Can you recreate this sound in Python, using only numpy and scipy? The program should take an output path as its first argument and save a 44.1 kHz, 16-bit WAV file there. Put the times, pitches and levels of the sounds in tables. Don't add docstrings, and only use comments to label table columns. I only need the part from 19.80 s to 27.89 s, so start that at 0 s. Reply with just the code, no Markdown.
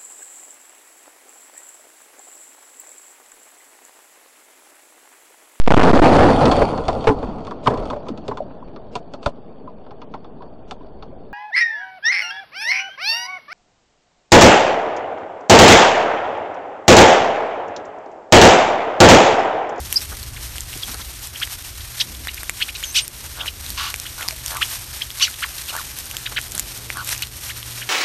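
import sys
import numpy as np
from scipy import signal
from scipy.fft import rfft, irfft, next_fast_len
from scipy.io import wavfile
from scipy.ndimage import map_coordinates

SR = 44100
rng = np.random.default_rng(int(sys.argv[2]) if len(sys.argv) > 2 else 0)


def level_to_linear(level):
    exponent = np.asarray(level, float) / 20
    return 10 ** exponent


def int16_out(signal):
    q = np.round(np.clip(np.atleast_2d(signal).T, -1, 1) * 32767)
    wavfile.write(sys.argv[1], SR, q.astype(np.int16))


N = 356769

# t/s, snap level/dB, knock level/dB, knock f/Hz
HUSK_CRACKS = [(0.1269, -6, -14, 3060), (2.4723, -17, -15, 1890), (2.6325, -19, -20.5, 1800),
               (2.696, -9, -9, 2260), (3.864, -26, -20.5, 3970), (3.904, -17.5, -20, 4500),
               (4.142, -14, -13.5, 2400), (4.429, -18, -14.5, 2800), (4.481, -24, -16, 5130),
               (4.4858, -15.5, -7, 4800), (4.509, -16.5, -19.5, 2420), (4.662, -11, -18.5, 3050),
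               (4.681, -18, -22, 5200), (4.77, -16.5, -19, 2210), (5.399, -19, -15, 3790),
               (1.6525, -21.5, -33, 4800), (6.015, -33, -24, 1800), (6.523, -34, -24, 1350),
               (5.821, -23, -28, 4332), (5.9656, -14.5, -21, 1490), (6.3128, -19, -20, 2950),
               (6.3684, -14, -14.5, 3200), (6.7795, -11, -21, 1600), (6.796, -6.5, -17, 2110),
               (7.1027, -25, -11, 2220), (7.1715, -19, -21, 1440), (7.2914, -25, -20.5, 2300),
               (7.328, -30, -16.5, 1900), (7.364, -24, -25, 2520), (7.423, -13.5, -18, 2580),
               (0.7826, -21, -18.5, 3060), (1.144, -21, -24, 4260), (1.6014, -23, -22, 5300)]
# t/s, snap level/dB
DRY_SPLITS = [(.0036, -23), (.1324, -22), (0.144, -23), (.37, -26), (.807, -16), (1.431, -52),
              (1.4723, -21), (1.7186, -27), (1.824, -22.5), (2.193, -19), (2.5446, -19), (3.2797, -14),
              (4.1025, -19.5), (4.161, -17), (4.2, -15), (4.748, -21), (6.188, -16), (6.257, -20),
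              (6.6146, -18.5), (6.6823, -24), (6.7202, -16.5), (6.7514, -12.5), (6.8, -16), (6.8868, -30),
              (6.9768, -20), (7.2469, -22), (7.275, -17), (7.302, -16), (7.3788, -17.5), (7.471, -23)]
# t/s, knock level/dB, knock f/Hz
STONE_TAPS = [(0.2069, -23, 5260), (.4299, -21.5, 4300), (0.7493, -31, 2770), (0.7567, -25.5, 1760),
              (0.9303, -21.5, 2830), (0.9382, -23.5, 2760), (1.0955, -29, 3920), (1.675, -22.5, 2070),
              (2.3506, -26.5, 3470), (2.452, -28, 2110), (3.0288, -23, 2050), (3.66, -19, 2350),
              (4.41, -19.5, 2000), (5.3045, -19.5, 3380), (5.542, -23, 3400), (5.7828, -21, 4050),
              (6.5888, -15.5, 1990), (6.7485, -25, 3500), (6.754, -27, 4000), (7.3493, -23, 2800),
              (7.8295, -19.5, 3100), (7.279, -27, 2500), (7.313, -27, 4200), (7.393, -25, 2800),
              (7.785, -29, 1540), (7.977, -24, 2400), (1.057, -25, 6000), (5.13, -25, 5000),
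              (5.148, -25, 4500), (5.171, -26, 5500), (5.192, -31, 2000), (5.315, -27, 5000),
              (4.486, -18, 1990), (4.4868, -26, 1000), (3.555, -33, 1700), (5.905, -28, 1300),
              (5.593, -30, 2500), (7.126, -28, 1900)]

# middle t/s, half length t/s, level/dB
SEED_HOPS = [(0.047, 0.073, -39.5), (0.157, 0.043, -34.5), (0.252, 0.058, -38.5), (0.424, 0.087, -41),
             (0.643, 0.026, -37.5), (1.092, 0.18, -39), (1.453, 0.018, -32.5), (1.62, 0.04, -37),
             (1.731, 0.022, -34.5), (1.885, 0.081, -42.5), (2.21, 0.018, -34), (2.447, 0.27, -42.5),
             (2.837, 0.063, -36.5), (3.04, 0.058, -36), (3.172, 0.022, -30.5), (3.45, 0.062, -44.5),
             (3.67, 0.018, -36), (3.967, 0.12, -38.5), (4.156, 0.036, -50), (4.398, 0.26, -38.5),
             (4.71, 0.036, -33.5), (4.898, 0.083, -33.5), (5.107, 0.26, -40), (5.433, 0.076, -34.5),
             (5.613, 0.03, -34.5), (5.917, 0.21, -35), (6.193, 0.023, -36), (6.494, 0.28, -42),
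             (6.785, 0.023, -38), (6.916, 0.064, -40)]
# middle t/s, half length t/s, level/dB
SEED_RAKES = [
    (7.08, 0.13, -42.5),
    (7.13, 0.0063, -31.5),
    (7.292, 0.0026, -24.5),
    (7.308, 0.11, -37),
    (7.326, 0.013, -28.5),
    (7.56, 0.028, -37.5),
    (7.665, 0.037, -33),
    (7.95, 0.072, -35),
]
# f/Hz, spectral level/dB
SEED_COLOUR = [(880, -35), (1500, -7), (4130, -0.5), (4920, -2.5), (5540, 2), (7620, -2), (8580, 2),
               (9750, 0.5), (10600, -5.5), (12500, 4), (13300, -0.5)]
# f/Hz, spectral level/dB
TREAD_COLOUR = [(500, -11), (900, -4.5), (1600, -3), (3000, -3.5), (5000, -4.5), (8000, -16)]

# top t/s, rise t/s, top f/Hz, fall t/s, level/dB
CHACK_CALLS = [(.572, 0.013, 3000, 0.0082, -23.5), (1.56, 0.018, 3340, 0.0052, -25),
               (1.632, 0.021, 3582, 0.0036, -10.5), (2.158, 0.016, 2210, 0.0026, -30),
               (2.491, 0.012, 3000, 0.0019, -15.5), (2.583, 0.015, 3000, .004, -23),
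               (2.894, .013, 3000, 0.0033, -19.5), (3.041, 0.015, 3870, 0.002, -15.5),
               (3.21, 0.0075, 3000, .002, -19), (3.6154, 0.0092, 3860, 0.0016, -14),
               (2.214, 0.005, 3290, 0.001, -15), (5.221, 0.014, 3420, .001, -17),
               (2.8265, 0.016, 3580, 0.0013, -8.5), (2.817, 0.017, 3310, 0.0028, -15),
               (4.268, 0.02, 3610, 0.0049, -21.5), (4.43, 0.014, 2844, 0.0015, -17),
               (4.83, 0.022, 3590, 0.00041, -4.5), (5.475, 0.0087, 2560, 0.0063, -16),
               (5.638, 0.018, 3000, 0.011, -10), (6.467, 0.013, 3150, 0.0077, -14.5),
               (6.576, 0.016, 3320, 0.0075, -8.5), (3.608, .013, 3720, .001, -24),
               (3.682, .018, 4130, .003, -18), (8.027, 0.018, 3200, 0.0056, -19.5)]
# top t/s, rise t/s, top f/Hz, fall t/s, level/dB
MELLOW_CHACKS = [
    (7.7115, 0.021, 2270, 0.0055, -20),
]
# top t/s, rise t/s, top f/Hz, fall t/s, level/dB
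BRIGHT_CHACKS = [
    (1.034, 0.013, 3070, .0012, -26),
    (1.221, 0.011, 2310, .002, -29.5),
    (2.013, 0.011, 2230, 0.0018, -32.5),
    (2.2165, 0.02, 3983, .001, -9.5),
]
# top t/s, rise t/s, top f/Hz, fall t/s, level/dB
SHORT_SCOLDS = [
    (2.958, .011, 1480, .006, -19.5),
    (5.899, .022, 1495, .011, -21.5),
    (7.4295, .011, 1510, 0.008, -15.5),
]
# top t/s, rise t/s, top f/Hz, fall t/s, level/dB
MEMBRANE_STROKES = [(5.639, .003, 3200, .006, -23), (6.467, .012, 3950, .001, -22.5),
                    (5.2205, .002, 3250, 0.00092, -13), (3.632, 0.0034, 3500, .003, -25),
                    (3.681, 0.0018, 3100, 0.0074, -15.5), (1.63, .003, 3300, .004, -16),
                    (9.2, 0.0045, 3000, 0.011, -25.5), (3.6, .008, 3700, .001, -25),
                    (6.582, .004, 2700, .005, -18), (2.827, .004, 4500, .002, -17.5)]
# f/Hz, width f/Hz, level/dB
CHACK_THROAT = [(1490, 590, -7), (3050, 730, -3), (4300, 1500, -9.5)]
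# f/Hz, width f/Hz, level/dB
OPEN_BEAK_THROAT = [(3200, 2500, 0), (4600, 2300, 5), (5320, 1100, 4.5)]

# t/s, pitch f/Hz, level/dB
LONG_SCOLDS = [
    [(3.143, 758, -26), (3.155, 931, -15), (3.165, 1248, -9), (3.173, 1490, -10), (3.181, 1487, -9.5),
     (3.19, 1201, -11.5), (3.2, 850, -16), (3.225, 800, -25)],
    [(5.4, 616, -23), (5.41, 801, -14), (5.42, 1230, -11.5), (5.427, 1517, -6.5), (5.44, 1510, -9.5),
     (5.446, 1350, -14), (5.455, 910, -12), (5.48, 800, -27)],
]
# f/Hz, width f/Hz, level/dB
SCOLDING_THROAT = [(3070, 1800, 2.5), (4300, 1640, 4), (5570, 1400, 2.5)]
# t/s, top f/Hz, sweep depth/0-1, level/dB
GURGLE_TRAINS = [
    [(3.563, 1605, 0.57, -42), (3.585, 1650, 0.98, -29), (3.62, 1697, 1.05, -28), (3.645, 1500, .9, -30),
     (3.66, 1250, 0.2, -38)],
    [(4.3795, 1598, .6, -32), (4.41, 1600, .8, -29.5), (4.45, 1404, .9, -31), (4.465, 1250, .4, -33),
     (4.483, 1000, .3, -40)],
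    [(4.6935, 1600, .7, -36), (4.72, 1850, 1, -27), (4.745, 1800, 0.99, -27), (4.755, 1603, .5, -27.5),
     (4.78, 1203, .2, -26.5), (4.802, 960, .2, -46)],
    [(5.9155, 1300, .7, -35), (5.93, 1497, .8, -26.5), (5.965, 1700, .95, -25), (5.978, 1907, .8, -25),
     (5.988, 1590, 0.21, -26), (6.0, 1247, 0.08, -31), (6.013, 1150, .15, -36)],
    [(7.145, 1206, 0.47, -38), (7.158, 1600, 0.43, -27.5), (7.185, 1660, 0.53, -22.5),
     (7.205, 1500, 0.32, -25.5), (7.22, 1446, 0.45, -28), (7.236, 1200, .3, -39)],
]
# t/s, f/Hz, level/dB
WHISTLE_GLIDES = [
    [(.157, 4600, -40), (.1595, 4770, -13), (.165, 4920, -10.5), (.171, 5400, -8), (.174, 4930, -15),
     (.177, 4900, -16), (.181, 4000, -28), (.183, 4000, -49)],
    [(3.025, 7271, -48), (3.045, 6680, -22.5), (3.05, 6270, -35), (3.105, 6180, -33.5), (3.114, 6400, -27)],
    [(3.112, 7000, -41), (3.13, 8600, -36), (3.15, 8900, -37), (3.2, 8600, -42), (3.22, 8750, -32),
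     (3.245, 8806, -31), (3.262, 9033, -49)],
    [(4.518, 654, -53), (4.53, 633, -34), (4.545, 620, -71)],
    [(1.032, 3300, -30), (1.0352, 3380, -15.5), (1.0385, 3400, -36)],
    [(5.405, 1100, -38), (5.42, 1094, -32), (5.427, 2020, -31), (5.433, 1460, -29), (5.439, 900, -36)],
    [(6.338, 1590, -50), (6.342, 1565, -32), (6.358, 1560, -43)],
]
# f/Hz, width f/Hz, level/dB
SQUABBLE_THROAT = [(1210, 360, 10.5), (2950, 360, 11), (3750, 500, 8), (4600, 550, 7.5), (6200, 890, 1)]

# t/s, level/dB
WING_FLAPS = [(0.327, -36), (3.45, -43), (6.524, -40), (1.091, -37), (1.147, -36), (1.204, -37),
              (6.757, -40), (6.343, -39)]
# middle t/s, half length t/s, level/dB
WING_GUSTS = [
    (0.962, 0.01, -34),
    (1.103, .03, -42),
    (2.303, 0.054, -43),
    (2.42, 0.041, -47),
    (3.915, .03, -43.5),
    (6.752, 0.028, -43.5),
]

# t/s, rumble level/dB
TRAFFIC_LEVEL = [(0.0, -32.5), (0.18, -42), (0.36, -34), (0.68, -38), (1.07, -35), (1.46, -42), (2.0, -37),
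                 (2.17, -48.5), (2.36, -37), (3.07, -44.5), (3.37, -44), (3.86, -36), (4.21, -42),
                 (4.8, -41.5), (6.13, -45), (6.92, -41.5), (7.6, -44), (8.09, -46.5)]
# f/Hz, spectral level/dB
RUMBLE_COLOUR = [(12, -33), (20, -11.5), (54, 3), (70, 3), (91, -2), (110, -11), (140, -16), (240, -120)]
# t/s, level/dB
NEAR_ROAD_LEVEL = [(0.0, -50), (2.07, -55.5), (2.48, -53.5), (2.79, -53), (4.96, -53), (5.36, -56),
                   (7.1, -49.5), (7.52, -53), (8.09, -50.5)]
# f/Hz, spectral level/dB
NEAR_ROAD_COLOUR = [(76, -2.5), (130, 0.5), (173, -5.5), (273, -6.5), (360, -6), (468, -10.5), (2000, -22),
                    (2600, -41), (4400, -120)]
# t/s, level/dB
HUM_LEVEL = [(0, -46), (3.85, -52.5), (4.0, -46), (4.3, -43.5), (4.42, -56), (4.6, -42.5), (6.2, -48.5),
             (6.5, -42), (8.09, -40.5)]


def unit(x):
    return x / np.sqrt(np.mean(x ** 2) + 1e-20)


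def curves(rows):
    s, *cols = np.transpose(rows)
    return [np.interp(np.arange(N) / SR, s, c) for c in cols]


def wobble(rate, size=N):
    return map_coordinates(rng.standard_normal(N // 8), [np.arange(size) * rate / SR])


def filtered(x, response):
    m = next_fast_len(N + SR // 2)
    return irfft(rfft(x, m) * response(np.fft.rfftfreq(m, 1 / SR)), m)[:N]


def colour(points):
    f, v = np.transpose(points)
    return lambda hz: level_to_linear(np.interp(np.log(hz + 1), np.log(f), v, left=-120, right=-120))


def resonances(modes):
    def response(f):
        total = 0
        for k, (centre, width, db) in enumerate(modes):
            damping = 1j * f * width
            total = total + (-1) ** k * level_to_linear(db) * damping / (centre * centre - f * f + damping)
        return total
    return response


def noise(points):
    return unit(filtered(rng.standard_normal(N), colour(points)))


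def add(track, s, sound):
    part = track[round(s * SR):][:len(sound)]
    part += sound[:len(part)]


def cracks():
    snaps, knocks, t = np.zeros(N), np.zeros(N), np.arange(256) / SR
    split_knock_db, split_knock_hz = -19, 5400
    tap_snap_db = -7
    stray_count, stray_db = 12, -27
    splits = [(s, db, db + split_knock_db, split_knock_hz) for s, db in DRY_SPLITS]
    taps = [(s, db + tap_snap_db, db, hz) for s, db, hz in STONE_TAPS]
    strays = [(u * N / SR, stray_db + 3 * v, stray_db + split_knock_db, split_knock_hz)
              for u, v in rng.random((stray_count, 2))]
    for s, snap_db, knock_db, hz in HUSK_CRACKS + splits + taps + strays:
        start = abs(s - .0003)
        burst = np.sign(rng.standard_normal(len(t))) * level_to_linear(-60 * t / 0.0042)
        add(snaps, start, level_to_linear(snap_db + 5) * burst)
        onset = 1 - np.exp(-t / 0.000071)
        decay = level_to_linear(knock_db + 6.0 - 60 * t / 0.004)
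        add(knocks, start, decay * onset * np.sin(2 * np.pi * hz * t))
    return filtered(snaps, resonances([(7300, 5900, 0.37), (12900, 700, 3.6)])) + knocks


def shuffle():
    t = np.arange(N) / SR
    bed_db, tread_db, tread_growth = -39.5, -42.5, 0.79
    stir_power = level_to_linear(bed_db) ** 2
    for s, half, db in SEED_HOPS + SEED_RAKES:
        stir_power = stir_power + level_to_linear(db) ** 2 * np.exp(-((t - s) / half) ** 2)
    stir = np.sqrt(stir_power)
    clumps_db = 1.5 * wobble(35) + 1.4 * wobble(110)
    spikes = level_to_linear(clumps_db + 1.6 * wobble(900)) * rng.standard_normal((2, N))
    bright = unit(filtered(spikes[0], colour(SEED_COLOUR)))
    dull = unit(filtered(spikes[1], colour(TREAD_COLOUR)))
    tread = level_to_linear(tread_db) * (stir / stir.mean()) ** tread_growth
    return level_to_linear(1.0) * (stir * bright + tread * dull)


def calls(rows, climb, bend, partials_db, throat, purity_db, hoarse, breath_db,
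          octaves=0, croak=0.0077, slide=1.504):
    out = np.zeros(N)
    round_s = 0.00153
    for s, rise, top_hz, fall, db in rows:
        t = np.arange(-rise, fall + croak + .004, 1 / SR)
        from_top = (np.hypot(t, round_s) - round_s) / rise
        drop_octaves = (climb * rise + octaves) * from_top ** bend * np.where(t > 0, slide, 1)
        hz = top_hz * .5 ** drop_octaves
        turn = 2 * np.pi * np.cumsum(hz * (1 + 0.0062 * wobble(375, size=len(t)))) / SR
        thin_db = purity_db * np.clip(1 + t / rise, 0, 1) ** 4.0
        tone = 0
        for k, p in enumerate(partials_db):
            level = level_to_linear(p - k * thin_db + hoarse * wobble(601, size=len(t)))
            tone = tone + level * np.sin((k + 1) * turn + k * k)
        marks = [-rise, -.8 * rise, -min(.007, .6 * rise), -min(.003, .4 * rise), -.001, fall, fall + .003]
        swell = np.interp(t, marks, [0, .2, .55, 1, 1, .5, 0])
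        breath = np.interp(t, [-rise, 0, fall + croak], [.3, 1, 0]) * rng.standard_normal(len(t))
        add(out, s - rise, level_to_linear(db) * (swell * tone + level_to_linear(breath_db) * breath))
    return filtered(out, resonances(throat))


def scolds():
    out = np.zeros(N)
    tilts_db = [1, -3.5]
    partials_db = [-9, -7.5, -7, -10.5, -18, -9.5, -19]
    for rows, tilt_db in zip(LONG_SCOLDS, tilts_db):
        s, hz, db = np.transpose(rows)
        t = np.arange(s[0], s[-1], 1 / SR)
        pitch = np.interp(t, s, hz) * (1 + .012 * wobble(393, size=len(t)))
        turn = 2 * np.pi * np.cumsum(pitch) / SR
        tone = 0
        for k, p in enumerate(partials_db):
            level = level_to_linear(p + tilt_db * max(k - 3, 0) + 2.4 * wobble(498, size=len(t)))
            tone = tone + level * np.sin((k + 1) * turn + k * k)
        voiced = np.clip((s[-2] + .003 - t) / .006, 0, 1)
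        breath = level_to_linear(-7.5) * rng.standard_normal(len(t))
        add(out, s[0], level_to_linear(np.interp(t, s, db)) * (voiced * tone + breath))

    def throat(f):
        closing = 0.17 + 1 / (1 + (2000 / (f + 1)) ** 6)
        return resonances(SCOLDING_THROAT)(f) * closing
    return filtered(out, throat)


def gurgles():
    out = np.zeros(N)
    flicks_per_s, flick_jitter = 88, 0.017
    for rows in GURGLE_TRAINS:
        s, top_hz, depth, db = np.transpose(rows)
        t = np.arange(s[0], s[-1], 1 / SR)
        pace = flicks_per_s * (1 + flick_jitter * wobble(60, size=len(t)))
        u = np.cumsum(pace) / SR % 1
        deep = np.interp(t, s, depth)
        sweep = np.interp(u, [0, .12, .38, .55, 1], [.3, .42, .92, 1, .62]) ** deep
        swell = np.interp(u, [0, .06, .25, .45, .7, 1], [.15, .65, .75, .55, .38, .06])
        swell = swell ** np.clip(deep + .1, 0, 1)
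        pitch = np.interp(t, s, top_hz) * sweep * (1 + 0.039 * wobble(250.3, size=len(t)))
        turn = 2 * np.pi * np.cumsum(pitch) / SR
        tone = np.sin(turn) + 0.21 * np.sin(2 * turn) + 0.26 * np.sin(3 * turn)
        level = level_to_linear(np.interp(t, s, db) + 2.9 * wobble(409, size=len(t)))
        add(out, s[0], level * swell * tone)
    return out


def whistles():
    out = np.zeros(N)
    for rows in WHISTLE_GLIDES:
        s, hz, db = np.transpose(rows)
        t = np.arange(s[0], s[-1], 1 / SR)
        turn = 2 * np.pi * np.cumsum(np.interp(t, s, hz)) / SR
        tremble_db = 1.2 * np.sin(2 * np.pi * 75 * (t - s[0])) + 1.2 * wobble(304, size=len(t))
        tone = np.sin(turn) + 0.045 * np.sin(2 * turn)
        add(out, s[0], level_to_linear(np.interp(t, s, db) + tremble_db) * tone)
    return out


def squabble():
    start_s, attack_s, hold_s, release_s = 3.968, 0.014, 0.1, .05
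    level_db, sag_db = -24.5, 4.5
    cycle = np.cumsum(92 * (1 + 0.1 * wobble(60))) / SR % 1
    voice = rng.standard_normal(N) * (0.82 + np.exp(-cycle / 0.74))
    marks = start_s + np.cumsum([0, attack_s, hold_s, release_s])
    swell = np.interp(np.arange(N) / SR, marks, [0, 1, level_to_linear(-sag_db), 0])

    def throat(f):
        return resonances(SQUABBLE_THROAT)(f) / (1 + (750 / (f + 1)) ** 8)
    return level_to_linear(level_db) * swell * unit(filtered(voice, throat))


def flaps():
    shape, t = np.zeros(N), np.arange(1536) / SR
    for s, db in WING_FLAPS:
        add(shape, s - .012, level_to_linear(db) * np.exp(-((t - .012) / 0.016) ** 2))
    return shape * noise([(90, -6), (200, -7.0), (500, -8.0), (1500, -4.0), (4000, -26)])


def gusts():
    t = np.arange(N) / SR
    shape = sum(level_to_linear(db) * np.exp(-((t - s) / half) ** 2) for s, half, db in WING_GUSTS)
    return shape * noise([(90, -12), (160, 1.5), (260, -2), (450, -13.0), (800, -15)])


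def ground_echo(voices):
    delayed = np.roll(voices, round(0.013 * SR))
    return level_to_linear(-20.5) * filtered(delayed, resonances([(3230, 2900, 0)]))


def ground(x):
    t = np.arange(4096) / SR
    tail = rng.standard_normal(len(t)) * level_to_linear(-60 * t / 0.053) * (t > .002)
    wet = signal.fftconvolve(x, tail / np.linalg.norm(tail))[:N]
    return filtered(wet, resonances([(3000, 55000, 0)]))


def background():
    rumble_db, = curves(TRAFFIC_LEVEL)
    drone_db, = curves(NEAR_ROAD_LEVEL)
    hum_db, = curves(HUM_LEVEL)
    rumble = level_to_linear(rumble_db) * noise(RUMBLE_COLOUR)
    drone = level_to_linear(drone_db + 4) * noise(NEAR_ROAD_COLOUR)
    hum = np.sin(2 * np.pi * np.cumsum(118 + 1.703 * wobble(6.8)) / SR)
    return rumble + drone + level_to_linear(hum_db + 3.5 * wobble(5)) * hum


def scene():
    chacks = calls(CHACK_CALLS, climb=92, bend=.63, partials_db=[0, 0, -10], throat=CHACK_THROAT,
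                   purity_db=26, hoarse=3.4, breath_db=-8.5)
    mellow = calls(MELLOW_CHACKS, climb=66, bend=0.98, partials_db=[0, 9, -15], throat=CHACK_THROAT,
                   purity_db=25, hoarse=2.1, breath_db=-13)
    bright = calls(BRIGHT_CHACKS, climb=78, bend=.72, partials_db=[-2.0, 6.5, 0, -17.5],
                   throat=OPEN_BEAK_THROAT, purity_db=18.0, hoarse=0.81, breath_db=-2)
    snarls = calls(SHORT_SCOLDS, climb=0, bend=1.05, partials_db=[-14, -6.5, -5.5, -17, -20],
                   throat=SCOLDING_THROAT, purity_db=1.5, hoarse=2.1, breath_db=-10,
                   octaves=.75, croak=.01, slide=0.96)
    strokes = calls(MEMBRANE_STROKES, climb=70.6, bend=1.0, partials_db=[0], throat=OPEN_BEAK_THROAT,
                    purity_db=0, hoarse=2.7, breath_db=-5, slide=0.88)
    voices = chacks + mellow + bright + snarls + strokes
    voices = voices + scolds() + gurgles() + whistles() + squabble()
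    voices = voices + ground_echo(voices)
    beaks = cracks()
    scatter = level_to_linear(-11) * ground(voices) + level_to_linear(-16) * ground(beaks)
    return (beaks + shuffle() + voices + flaps() + gusts() + scatter + background())[None]


def top_cut(x):
    return signal.sosfilt(signal.butter(12, 14400, fs=SR, output="sos"), x)


def record(dry):
    limit, top_hz = 1.05, 13150
    soft = dry[0] / (1 + np.abs(dry[0] / limit) ** 6) ** (1 / 6)

    def band_limit(hz):
        leak = level_to_linear(-30) * (hz < 14400)
        return 1 / (1 + (hz / top_hz) ** 120) + leak
    mix = filtered(soft, band_limit)[None]
    return top_cut(mix)


dry = scene()
out = record(dry)
int16_out(out)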